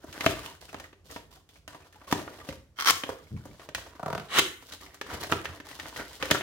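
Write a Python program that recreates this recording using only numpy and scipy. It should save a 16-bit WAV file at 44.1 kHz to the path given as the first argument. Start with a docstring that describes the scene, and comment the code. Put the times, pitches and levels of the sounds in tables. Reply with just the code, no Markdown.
"""Hands knock, snap and fold a thin cardboard box, close to two microphones in a small room.
Each snap is a short broadband blow through the resonances of the panels. The lid creaks in jerks,
its flap scrapes free and the locking tab rasps out of its slot, as grains of friction through card modes.
Fingers rub, tick and judder on the panels, which flex in the grip; reverberation and quiet air surround them."""
import sys
import numpy as np
from scipy import signal
from scipy.fft import rfft, irfft, next_fast_len
from scipy.io import wavfile
from scipy.ndimage import uniform_filter1d, map_coordinates

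SR = 44100
rng = np.random.default_rng(int(sys.argv[2]) if len(sys.argv) > 2 else 0)


def pcm_store(signal):
    """Save signal as 16-bit PCM."""
    levels = np.round(np.clip(np.atleast_2d(signal), -1, 1) * 32767)
    wavfile.write(sys.argv[1], SR, levels.astype(np.int16).T)


N = 283122
TAPS = 4096  # length of a blow and of a body's response, in samples
HZ = np.fft.rfftfreq(TAPS, 1 / SR)
EDGE_HZ = 16250  # upper band limit

# Quiet air. Each row: frequency in Hz, spectral level in relative dB.
AIR_TONE = [(20, -12.5), (45, 2), (62, -4), (100, -15), (200, -18.5), (600, -16), (2000, -31.5),
            (6000, -30.5), (16000, -45.5)]
# Decay of the room. Each row: frequency in Hz, reverberation time (60 dB) in seconds.
ROOM_T60 = [(100, .5), (260, 0.42), (700, 0.34), (1840, 0.46), (4850, 0.32), (12800, 0.51)]
# Strength of the room. Each row: frequency in Hz, level of the reverberation in relative dB.
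ROOM_LEVEL = [(60, -4), (150, -8.5), (290, -0.5), (700, -8.5), (1500, -8.5), (3500, -5.5), (7000, -6),
              (15000, -10)]
# Coherence of the direct sound. Each row: frequency in Hz, left-right correlation (1 is identical).
COHERENCE = [(50, 0.95), (130, 0.96), (500, 0.9), (1200, 0.78), (2500, 0.2), (6000, 0.16), (15000, 0.3)]
# The box moves before the microphones. Each row: time in seconds, lead of the left one in ms.
BEARING = [(0, 0.051), (1.2, 0.16), (2.1, 0.075), (2.9, 0.1), (3.3, 0.15), (3.75, -0.044), (4.4, -0.057),
           (5.3, -0.069), (5.8, 0.033), (6.4, 0.049)]
# The two microphones differ in colour. Each row: frequency in Hz, left minus right in dB.
MIC_BALANCE = [(60, -3), (200, 0), (600, -0.5), (2500, 0.5), (4800, -1.5), (8500, 1), (13000, 2)]

# Resonances of the panels, lid, tab and flap. Each row: frequency in Hz, width in Hz, height in dB.
BOX_MODES = [(283.7, 74, 6), (388, 43, 2), (565, 92, 3), (664, 32, 3), (1185, 110, 3.5), (1550, 150, 1),
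             (1830, 150, 3.5), (2020, 68, 0), (3240, 630, 0), (6300, 1500, 4.5)]
LID_MODES = [(177.5, 76, 7.5), (655, 190, 10.9), (924, 86, 5.3), (1150, 100, 4.6), (1400, 290, 9)]
TAB_MODES = [(1120, 87, 8.6), (1395, 320, 6.3), (2154, 83, 8.4), (3190, 260, 10.3), (4450, 160, 5.4),
             (5600, 360, 4)]
FLAP_MODES = [(1174, 150, 5), (1810, 180, 3.3), (2200, 150, 3.7), (2950, 550, 6), (3920, 440, 7.5)]
# Spectra of the driving forces. Each row: frequency in Hz, spectral level in relative dB.
FLEX_TONE = [(20, -35), (44, -9), (67, 9.5), (110, -2), (200, -8.5), (320, -13), (700, -31), (3000, -70)]
RUB_TONE = [(100, -14.5), (280, 4.5), (700, 2), (1900, -1.5), (3000, -9.5), (5000, -14.5), (9000, -25),
            (16000, -38.5)]
HISS_TONE = [(1000, -32.5), (3000, 6.5), (5000, 4.5), (7500, -1), (12500, -3), (16000, -4.5)]
JUDDER_TONE = [(30, -22), (70, 14), (120, 1.5), (195, 5.5), (300, -10.5), (450, -16.5), (900, -48),
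               (4000, -68)]
TAB_TONE = [(60, -37), (300, -12), (650, -13), (1050, -2.5), (2000, -3), (2700, -8), (6100, -6),
            (7200, -17.5), (16000, -15.5)]
FLAP_TONE = [(60, -20), (300, -6), (800, -5), (1200, 0.5), (3600, -5), (5000, -12), (8000, -13),
             (16000, -27)]

# The grip shifts and a panel bulges. Each row: start in seconds, level in dB.
SQUEEZES = [(0.07, -52), (0.29, -47), (0.519, -49), (1.02, -55), (1.3, -58), (2.18, -50), (2.489, -45),
            (2.56, -51), (2.91, -47), (3.09, -60), (3.49, -46), (3.751, -47), (4.14, -59), (4.7, -51),
            (5.12, -40), (5.205, -42), (5.35, -43.5), (5.47, -39.5), (5.81, -53)]
SQUEEZE_PEAK_S = 0.015  # the bulge is greatest after this time, then relaxes
HOLD_DB, STROKE_FLEX_DB = -64, -8.5  # flexing under the bare hold, and under a stroke relative to its level
# Fingers slide over the print. Each row: start in seconds, length in seconds, level in relative dB,
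# hiss relative to that level in dB, swell from start to end in dB, note of the spot in Hz.
STROKES = [(0.0, 0.31, -50, -3, 27.5, 1440), (0.307, 0.22, -49, -3, -2, 1400),
           (0.607, 0.1, -55, 0.5, -5, 1600), (0.76, 0.094, -54, -7.5, -4, 1120),
           (1.041, 0.13, -54.5, 0, 11, 600), (1.306, 0.073, -59.5, 0, -5, 1100),
           (1.488, 0.092, -68.5, 3.5, -2.5, 2506), (1.683, 0.14, -56, -6.5, -13, 1000),
           (1.84, 0.27, -62, -4.5, -4, 1180), (2.067, 0.061, -48.5, -1.5, 12, 1100),
           (2.134, .13, -46.5, -4.5, -13, 795), (2.281, 0.17, -51.5, -7, 1, 550),
           (2.449, .09, -54, 0, -1.5, 710), (3.055, 0.052, -44, -8.5, 6, 606),
           (3.15, 0.44, -63.5, -1, 6.5, 1220), (3.588, 0.063, -50.5, -7, 1, 725),
           (3.766, 0.11, -48, -7.5, -2, 1002), (3.919, 0.35, -57.5, -7, 5, 1097),
           (4.608, .125, -56, 2.5, 6.5, 1780), (4.802, .18, -57.5, -2, -13.5, 2010),
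           (5.055, .1, -42, -9, 9, 1276), (5.195, 0.052, -40.5, -3, 3.5, 744),
           (5.292, .11, -45.5, -2.5, -25, 1209), (5.439, 0.052, -44, -6.5, -4, 1810),
           (5.484, 0.076, -50, -7, 3, 700), (5.643, .135, -52, -0.5, 1.5, 1930),
           (5.788, 0.16, -46.5, -5, -6, 1900), (5.945, 0.065, -40.5, -5.5, -1, 1910),
           (6.029, 0.14, -55.5, 3.5, 4, 1940), (6.193, 0.18, -42, -5.5, 4.5, 1502)]
STROKE_ATTACK_S, STROKE_RELEASE_S = 0.0091, 0.024  # linear rise, and time constant of the decay
SPOT_FOCUS_DB = 10.5  # spots an octave or more from a stroke's note sound this much weaker
# A fingertip judders over a panel. Each row: time in seconds, level in dB, mean slips per second.
JUDDER = [(3.308, -52, 119), (3.318, -39, 115), (3.341, -32.5, 106), (3.375, -39.5, 69), (3.395, -53, 76),
          (3.45, -60, 70)]
# The tab catches in its slot. Each row: start in seconds, strength in relative dB, treble in dB.
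CATCHES = [(2.7878, 2.5, -11), (2.7958, 0, -7), (2.801, 3.5, 0), (2.809, 3, 1), (2.823, 3.5, -2),
           (2.847, 2.5, 1), (2.858, 3, 2), (2.8726, 14, -2), (2.877, 10, -2)]
# The tab creeps, then is dragged out. Each row: time in seconds, level in dB, hiss in dB.
TAB_PULL = [(2.76, -62.5, -87), (2.8, -38.5, -72), (2.856, -35, -56), (2.861, -25, -40), (2.877, -21, -45),
            (2.888, -16.5, -41), (2.901, -15, -22.5), (2.907, -30, -48), (2.912, -52, -60)]
# The flap slides out of the box. Each row: time in seconds, level in dB, hiss in dB.
FLAP_SLIDE = [(4.285, -52, -67), (4.31, -40.5, -56), (4.335, -31.5, -50), (4.36, -26.5, -37),
              (4.38, -20, -24.5), (4.397, -20.5, -26), (4.406, -41, -55)]
# The lid slips in jerks under strain. Each row: start in seconds, strength in relative dB.
CREAKS = [(3.9957, 1.5), (4.03, 8.5), (4.061, 12), (4.081, 8), (4.1021, 8.5), (4.129, 10), (4.15, 8.5),
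          (4.179, 3), (4.198, -2.5)]
# The creak brightens as the lid gives: thump, crack and fizz in dB of its first and its last jerk.
CREAK_FIRST_DB, CREAK_LAST_DB = (-8, -23.5, -37.5), (1.5, -1.5, -26)
# Knocks and snaps of the card. Each row: start in seconds, strength in relative dB,
# thump, crack and fizz in dB relative to that strength, ring in Hz.
SNAPS = [(0.042, -7.5, 7.5, -22, -22, 610), (0.127, -14, -12, 9, -8, 570),
         (0.208, -0.5, 2.5, 8, -14.5, 2000), (0.262, 11.5, 9, -0.5, -18, 2260),
         (0.2639, 17.5, 0.5, 2, -42, 660), (0.387, -4, -8, -4, -33, 1180), (0.461, -11, -17, 6, -11, 3000),
         (0.729, -4.5, -5, -11, -23, 646), (0.744, 3, -2, -8, -30, 1020), (0.799, -5, -6, -2, -18, 900),
         (0.929, -15.5, -0.5, -1, -30, 402.5), (1.111, -16, -11, 3, -3.5, 1280),
         (1.162, -0.5, 2.5, -4, -29.5, 938), (1.49, -27, 8, 6, -9, 3400),
         (1.678, -2, -12.5, -7.5, -20, 2880), (1.747, -6, -4.5, -10, -28, 995),
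         (1.926, -23, -4, 2, -12, 1790), (2.015, -10.5, -7, -9, -40, 1110), (2.1132, -2, -2, 3, -12, 1160),
         (2.1258, 17.5, 3.5, -7.5, -23, 963), (2.277, 1.5, -4.5, -11.5, -41, 1350),
         (2.489, -3.5, 11, 2.5, -19, 550), (2.526, -3, -17, -8.5, -26, 414),
         (2.906, 16, -16, -2, -11.5, 1077), (3.036, 6, -4, -0.5, -31, 3260),
         (3.0913, 11.5, -5.5, -32, -35, 520), (3.455, -3.5, 0, -23, -23, 485),
         (3.596, -11.5, 2, -1, -28, 470), (3.689, -4.5, 1, -3, -23.5, 606.5),
         (3.748, 4, -14, 5, -13.5, 1693), (4.3865, 13.5, 3.5, 1, -11.5, 1358),
         (4.3926, 11.5, 1.5, 6.5, -12, 3150), (4.624, -14, 0.5, -6, -16, 1020),
         (4.723, -11, -22, 6, -9.5, 3862), (4.944, -13.5, -8, -4, -11, 1535),
         (5.013, 2.5, -0.5, 0.5, -21.5, 1610), (5.317, 2.5, 6, -5, -12.5, 1337),
         (5.323, 16.5, -4.5, -1.5, -37, 1335), (5.332, 9, 5.5, -11, -26, 1190),
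         (5.455, 2.5, -16, 3, -26.5, 1820), (5.601, -7, 4, -1, -24, 1720), (5.798, -4, -14, 5, -18, 1865),
         (5.857, 1, -10, -11, -44, 2080), (5.961, -2, -10, -2, -24, 1910), (5.996, 0.5, -5, -10, -32, 2072),
         (6.2256, 4.5, -2.5, 7, -20.5, 1260), (6.23, 7.5, -1, -2, -44, 541), (6.304, 5.5, 0, -2, -25, 608),
         (6.3106, 8.5, 5, 6, -7.5, 3420), (6.3136, 14.5, 7, 3, -21, 1870),
         (6.409, 0.5, -1.5, 3.5, -34, 670)]
SNAP_T60_S, SNAP_HALVING_DB = 0.033, 26.5  # a blow of 0 dB rings this long; one this much harder, half as long


def amp(db):
    """A level in decibels is twenty times the logarithm of a gain."""
    return 10 ** (np.asarray(db) / 20)


def unit(x):
    """Normalization to a root-mean-square of 1."""
    return x / np.sqrt(np.mean(x ** 2) + 1e-20)


def read(points, hz=HZ):
    """Interpolation of (Hz, value) points on a logarithmic frequency axis."""
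    f, value = np.transpose(points)
    return np.interp(np.log(hz + 1), np.log(f), value)


def follow(rows, axis):
    """An envelope in dB per sample from one column of a curve, at -200 dB outside its span."""
    rows = np.array(rows, float)
    return np.interp(np.arange(N) / SR, rows[:, 0], rows[:, axis], left=-200, right=-200)


def add(mix, s, sound):
    """Superposition: a stereo sound is added to the mix at time s."""
    part = mix[:, round(s * SR):][:, :sound.shape[1]]
    part += sound[:, :part.shape[1]]


def humps(modes):
    """Resonance: each mode raises the response in dB around its own frequency."""
    return sum(db / (1 + (2 * (HZ - hz) / width) ** 2) for hz, width, db in modes)


def causal(db):
    """Causality: the minimum-phase response of a dB curve rings after a blow, never before."""
    log_gain = np.log(amp(np.r_[db, db[-2:0:-1]]))
    return np.exp(np.conj(signal.hilbert(log_gain)))[:len(db)]


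def two_ears(spectra, hz):
    """Coherence: two unrelated spectra blend into a left-right pair that is alike in the bass."""
    angle = np.arccos(np.clip(read(COHERENCE, hz), 0, 1)) / 2
    shared = np.cos(angle) * spectra[0]
    apart = np.sin(angle) * spectra[1]
    return np.array([shared + apart, shared - apart])


def coloured(drive, db):
    """Source and filter: two drives pass through one body and leave as a stereo pair of rms 1."""
    size = next_fast_len(N + TAPS)
    body = rfft(irfft(causal(db)), size)
    spectra = rfft(drive, size) * body
    pair = two_ears(spectra, np.fft.rfftfreq(size, 1 / SR))
    return unit(irfft(pair, size)[:, :N])


def grains(per_s, spread_db, smooth):
    """Dry friction: fibres catch and let go at random, a few of them hard, over a smooth hiss."""
    sizes = amp(spread_db * np.minimum(rng.exponential(1, N), 4))
    sizes = sizes * (rng.random(N) < per_s / SR)
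    catches = unit(sizes * rng.choice([-1, 1], (2, N)))
    return catches + smooth * rng.standard_normal((2, N))


def pressure(depth_db, size):
    """Friction varies with contact force: the uneven press of a hand, as a wandering gain of rms 1."""
    wander = uniform_filter1d(uniform_filter1d(rng.standard_normal(N), size), size)
    return unit(amp(depth_db * unit(wander)))


def blow(db, t60, tick):
    """Impulse excitation: a first tick, then a random flutter that decays exponentially in the card."""
    t = np.arange(TAPS) / SR
    flutter = rng.standard_normal((2, TAPS)) * amp(-60 * t / t60)
    flutter /= np.linalg.norm(flutter, axis=1, keepdims=True)
    flutter[0, 0] += tick
    spectra = rfft(flutter)
    # the force is spread evenly over the spectrum; only fine ripples are left to chance
    ripple_db = 10 * np.log10(uniform_filter1d(abs(spectra) ** 2, size=45, axis=1) + 1e-12)
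    spectra = spectra * np.array([causal(db - r) for r in ripple_db])
    return irfft(two_ears(spectra, HZ))


def card_tone(thump, crack, fizz, sub_db=-8, top_db=-4, sheen_db=3, hollow_db=-2):
    """Spectrum of a blow: the panel's thump, its body, the crack of the fold and the fizz of fibres."""
    fizz = fizz + sheen_db
    return read([(25, thump + 3 * sub_db), (70, thump + sub_db / 2), (220, thump), (480, thump / 2),
                 (950, hollow_db), (2800, crack + hollow_db),
                 (8000, fizz), (13000, fizz + top_db / 2), (16000, fizz + top_db)])


def snap(db, thump, crack, fizz, ring_hz, ring_db=9, ring_share=0.16, tick=0.25):
    """Modal excitation: a blow rings panels and struck spot; harder ones are shorter and crisper."""
    note = humps([(ring_hz, ring_share * ring_hz, ring_db)])
    crisp = 2 ** (db / SNAP_HALVING_DB)
    tone = db + card_tone(thump, crack, fizz) + humps(BOX_MODES) + note
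    return blow(tone, SNAP_T60_S / crisp, tick * crisp)


def air(level_db=-68):
    """Stationary noise: the quiet air is random and steady, with most of its power in the bass."""
    return amp(level_db) * coloured(rng.standard_normal((2, N)), read(AIR_TONE))


def room(x, first_s=.005, bass_hz=550):
    """Reverberation: dense reflections, each band with its own decay, coherent in the bass."""
    size = 32768
    taps = rng.standard_normal((2, size)) * (rng.random((2, size)) < .2)
    hz, t, z = signal.stft(unit(taps), SR, nperseg=256)
    alike = 1 / (1 + (hz / (2 * bass_hz)) ** 2)
    z[1] = alike[:, None] * z[0] + np.sqrt(1 - alike ** 2)[:, None] * z[1]
    t60 = read(ROOM_T60, hz)[:, None]
    even_energy = np.sqrt(2 * np.log(1000) / (t60 * SR))  # the same energy for any decay time
    z *= amp(read(ROOM_LEVEL, hz)[:, None] - 60 * t / t60) * even_energy
    tail = signal.istft(z, SR, nperseg=256)[1]
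    tail = np.pad(tail, ((0, 0), (round(first_s * SR), 0)))
    return signal.fftconvolve(x, tail, axes=1)[:, :N]


def placed(x):
    """Interaural delay: the sound reaches one microphone a little before the other."""
    at = np.arange(N)
    lead = np.interp(at / SR, *np.transpose(BEARING)) * SR / 1000  # ms to samples
    left = map_coordinates(x[0], [at + lead / 2], order=3)
    right = map_coordinates(x[1], [at - lead / 2], order=3)
    return np.array([left, right])


def sliding(spots_hz):
    """Friction grows with motion: gains of rub and hiss as strokes set in, swell or ebb, and die away."""
    t, rub, hiss = np.arange(N) / SR, np.zeros((len(spots_hz), N)), np.zeros(N)
    for start, length, db, hiss_db, swell_db, note_hz in STROKES:
        attack = np.clip((t - start) / STROKE_ATTACK_S, 0, 1)
        release = np.exp(-np.clip((t - start - length) / STROKE_RELEASE_S, 0, 20))
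        along = np.clip((t - start) / length, 0, 1)
        gain = attack * release * amp(db + swell_db * (along - .5))
        octaves = np.minimum(abs(np.log2(spots_hz / note_hz)), 1)
        shares = unit(amp(-SPOT_FOCUS_DB * octaves))
        rub = np.maximum(rub, shares[:, None] * gain)
        hiss = np.maximum(hiss, gain * amp(hiss_db))
    return rub, hiss


def flexing(rub):
    """Powers add: the hold, the drag of each stroke, and squeezes that rise and relax, as one gain."""
    power = amp(HOLD_DB) ** 2 + (amp(STROKE_FLEX_DB) * rub) ** 2
    for s, db in SQUEEZES:
        age = np.clip((np.arange(N) / SR - s) / SQUEEZE_PEAK_S, 0, 20)
        power = power + (amp(db) * age * np.exp(1 - age)) ** 2
    return np.sqrt(power)


def hands(hiss_db=0.5, spot_db=12, spot_share=0.32):
    """Bending and friction: the grip flexes the panels; skin rubs in small catches over ringing spots."""
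    flex = coloured(rng.standard_normal((2, N)), read(FLEX_TONE)) * pressure(depth_db=2.0, size=2000)
    panel, rub = read(RUB_TONE) + humps(BOX_MODES), np.zeros((2, N))
    spots_hz = np.geomspace(480, 3000, num=6)
    rub_gains, hiss_gain = sliding(spots_hz)
    for hz, gain in zip(spots_hz, rub_gains):
        catches = grains(per_s=170, spread_db=3.0, smooth=0.68) * pressure(depth_db=4.5, size=900)
        spot = humps([(hz, spot_share * hz, spot_db)])
        rub += coloured(catches, panel + spot) * gain / np.sqrt(len(spots_hz))
    hiss = coloured(grains(per_s=460, spread_db=4.0, smooth=1.2), read(HISS_TONE))
    friction = rub + hiss * amp(hiss_db) * hiss_gain
    return flex * flexing(rub_gains.mean(0)) + friction * pressure(depth_db=3.0, size=500)


def judder(jitter=0.15, rough=0.4):
    """Stick-slip: a fingertip holds and lets go in uneven pulses, drumming softly on a panel."""
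    s, _, rate = np.transpose(JUDDER)
    wander = unit(uniform_filter1d(rng.standard_normal(N), size=400))
    slips_per_s = np.interp(np.arange(N) / SR, s, rate) * (1 + jitter * wander)
    turns = np.cumsum(slips_per_s) / SR
    slips = unit(np.diff(np.floor(turns), prepend=0))  # one pulse at each whole turn
    drive = slips - slips.mean() + rough * rng.standard_normal((2, N))
    return coloured(drive, read(JUDDER_TONE)) * amp(follow(JUDDER, axis=1))


def ticks(per_s=20, level_db=-16, follow_share=0.53, spread_db=4, thump_db=-5, crack_db=-7, fizz_db=-23,
          colour_db=5, note_db=15, low_hz=520, high_hz=2800):
    """Random impacts: sliding fingers trip on edges and folds, a little harder in a firm stroke."""
    out, usual_db = np.zeros((2, N)), np.mean([row[2] for row in STROKES])
    for start, length, stroke_db, *_ in STROKES:
        for when, spot, force, bright in rng.random((round(per_s * length), 4)):
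            db = level_db + follow_share * (stroke_db - usual_db) + spread_db * (2 * force - 1)
            tilt = colour_db * (2 * bright - 1)
            note_hz = low_hz * (high_hz / low_hz) ** spot
            tick = snap(db, thump_db, crack_db + tilt, fizz_db + tilt, note_hz, ring_db=note_db)
            add(out, start + when * length, tick)
    return out


def tab(t60=0.015, tick=0.99):
    """Stick-slip: the tab catches in its slot in separate blows, while grains of friction swell to a rasp."""
    tone = read(TAB_TONE) + humps(TAB_MODES)
    rasp = coloured(grains(per_s=930, spread_db=1.5, smooth=0.5), tone)
    hiss = coloured(grains(per_s=1500, spread_db=3.2, smooth=.6), read(HISS_TONE))
    out = rasp * amp(follow(TAB_PULL, axis=1)) + hiss * amp(follow(TAB_PULL, axis=2))
    treble = read([(3300, 0), (5500, 1)])
    for s, db, treble_db in CATCHES:
        add(out, s, blow(db + tone + treble * treble_db, t60, tick))
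    return out


def flap():
    """Sliding friction: card scrapes on card, louder and brighter until the flap is free."""
    scrape = coloured(grains(per_s=2400, spread_db=1.5, smooth=0.97), read(FLAP_TONE) + humps(FLAP_MODES))
    hiss = coloured(grains(per_s=1400, spread_db=5.5, smooth=0.22), read(HISS_TONE))
    return scrape * amp(follow(FLAP_SLIDE, axis=1)) + hiss * amp(follow(FLAP_SLIDE, axis=2))


def creak(level_db=-4, t60=0.021, tick=1, rebound_s=0.00388, rebound_db=3):
    """Strain release: each jerk ticks and rings the lid's modes; the panel springs back with a duller thud."""
    out, body = np.zeros((2, N)), humps(LID_MODES)
    sharp = read([(150, -17.0), (700, -3.5), (1500, -1.5), (5000, 3.5)])
    dull = read([(100, 3.0), (700, -5.5), (1500, -8), (5000, -5)])
    first_s, last_s = CREAKS[0][0], CREAKS[-1][0]
    for s, db in CREAKS:
        given = ((s - first_s) / (last_s - first_s)) ** 2
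        colour = (1 - given) * np.array(CREAK_FIRST_DB) + given * np.array(CREAK_LAST_DB)
        tone = level_db + db + card_tone(*colour) + body
        add(out, s, blow(tone + sharp, t60, tick))
        add(out, s + rebound_s, blow(tone + dull + rebound_db, t60, tick))
    return out


def snaps(level_db=-1.5):
    """Impact: each knock or snap of the card is one blow that rings the panels of the box."""
    out = np.zeros((2, N))
    for s, db, *colour in SNAPS:
        add(out, s, snap(level_db + db, *colour))
    return out


def scene(tab_room_db=-3.5):
    """Direct and reverberant sound add, with the air; the tab faces the microphones and sounds drier."""
    box = placed(hands() + judder() + ticks() + flap() + creak() + snaps())
    near = placed(tab())
    return air() + room(box + amp(tab_room_db) * near) + near + box


def record(dry, low_cut_hz=44):
    """Linear filtering: the colour of each microphone, a low cut, then the upper band limit."""
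    tilt_db = read(MIC_BALANCE) / 2
    mics = irfft(np.array([causal(tilt_db), causal(-tilt_db)]))
    heard = signal.oaconvolve(dry, mics, axes=1)[:, :N]
    low_cut = signal.butter(2, low_cut_hz, "highpass", fs=SR, output="sos")
    heard = signal.sosfilt(low_cut, heard)
    band = signal.firwin(511, EDGE_HZ, window=("kaiser", 9), fs=SR)
    return signal.oaconvolve(heard, band[None], "same")


dry = scene()
out = record(dry)
pcm_store(out)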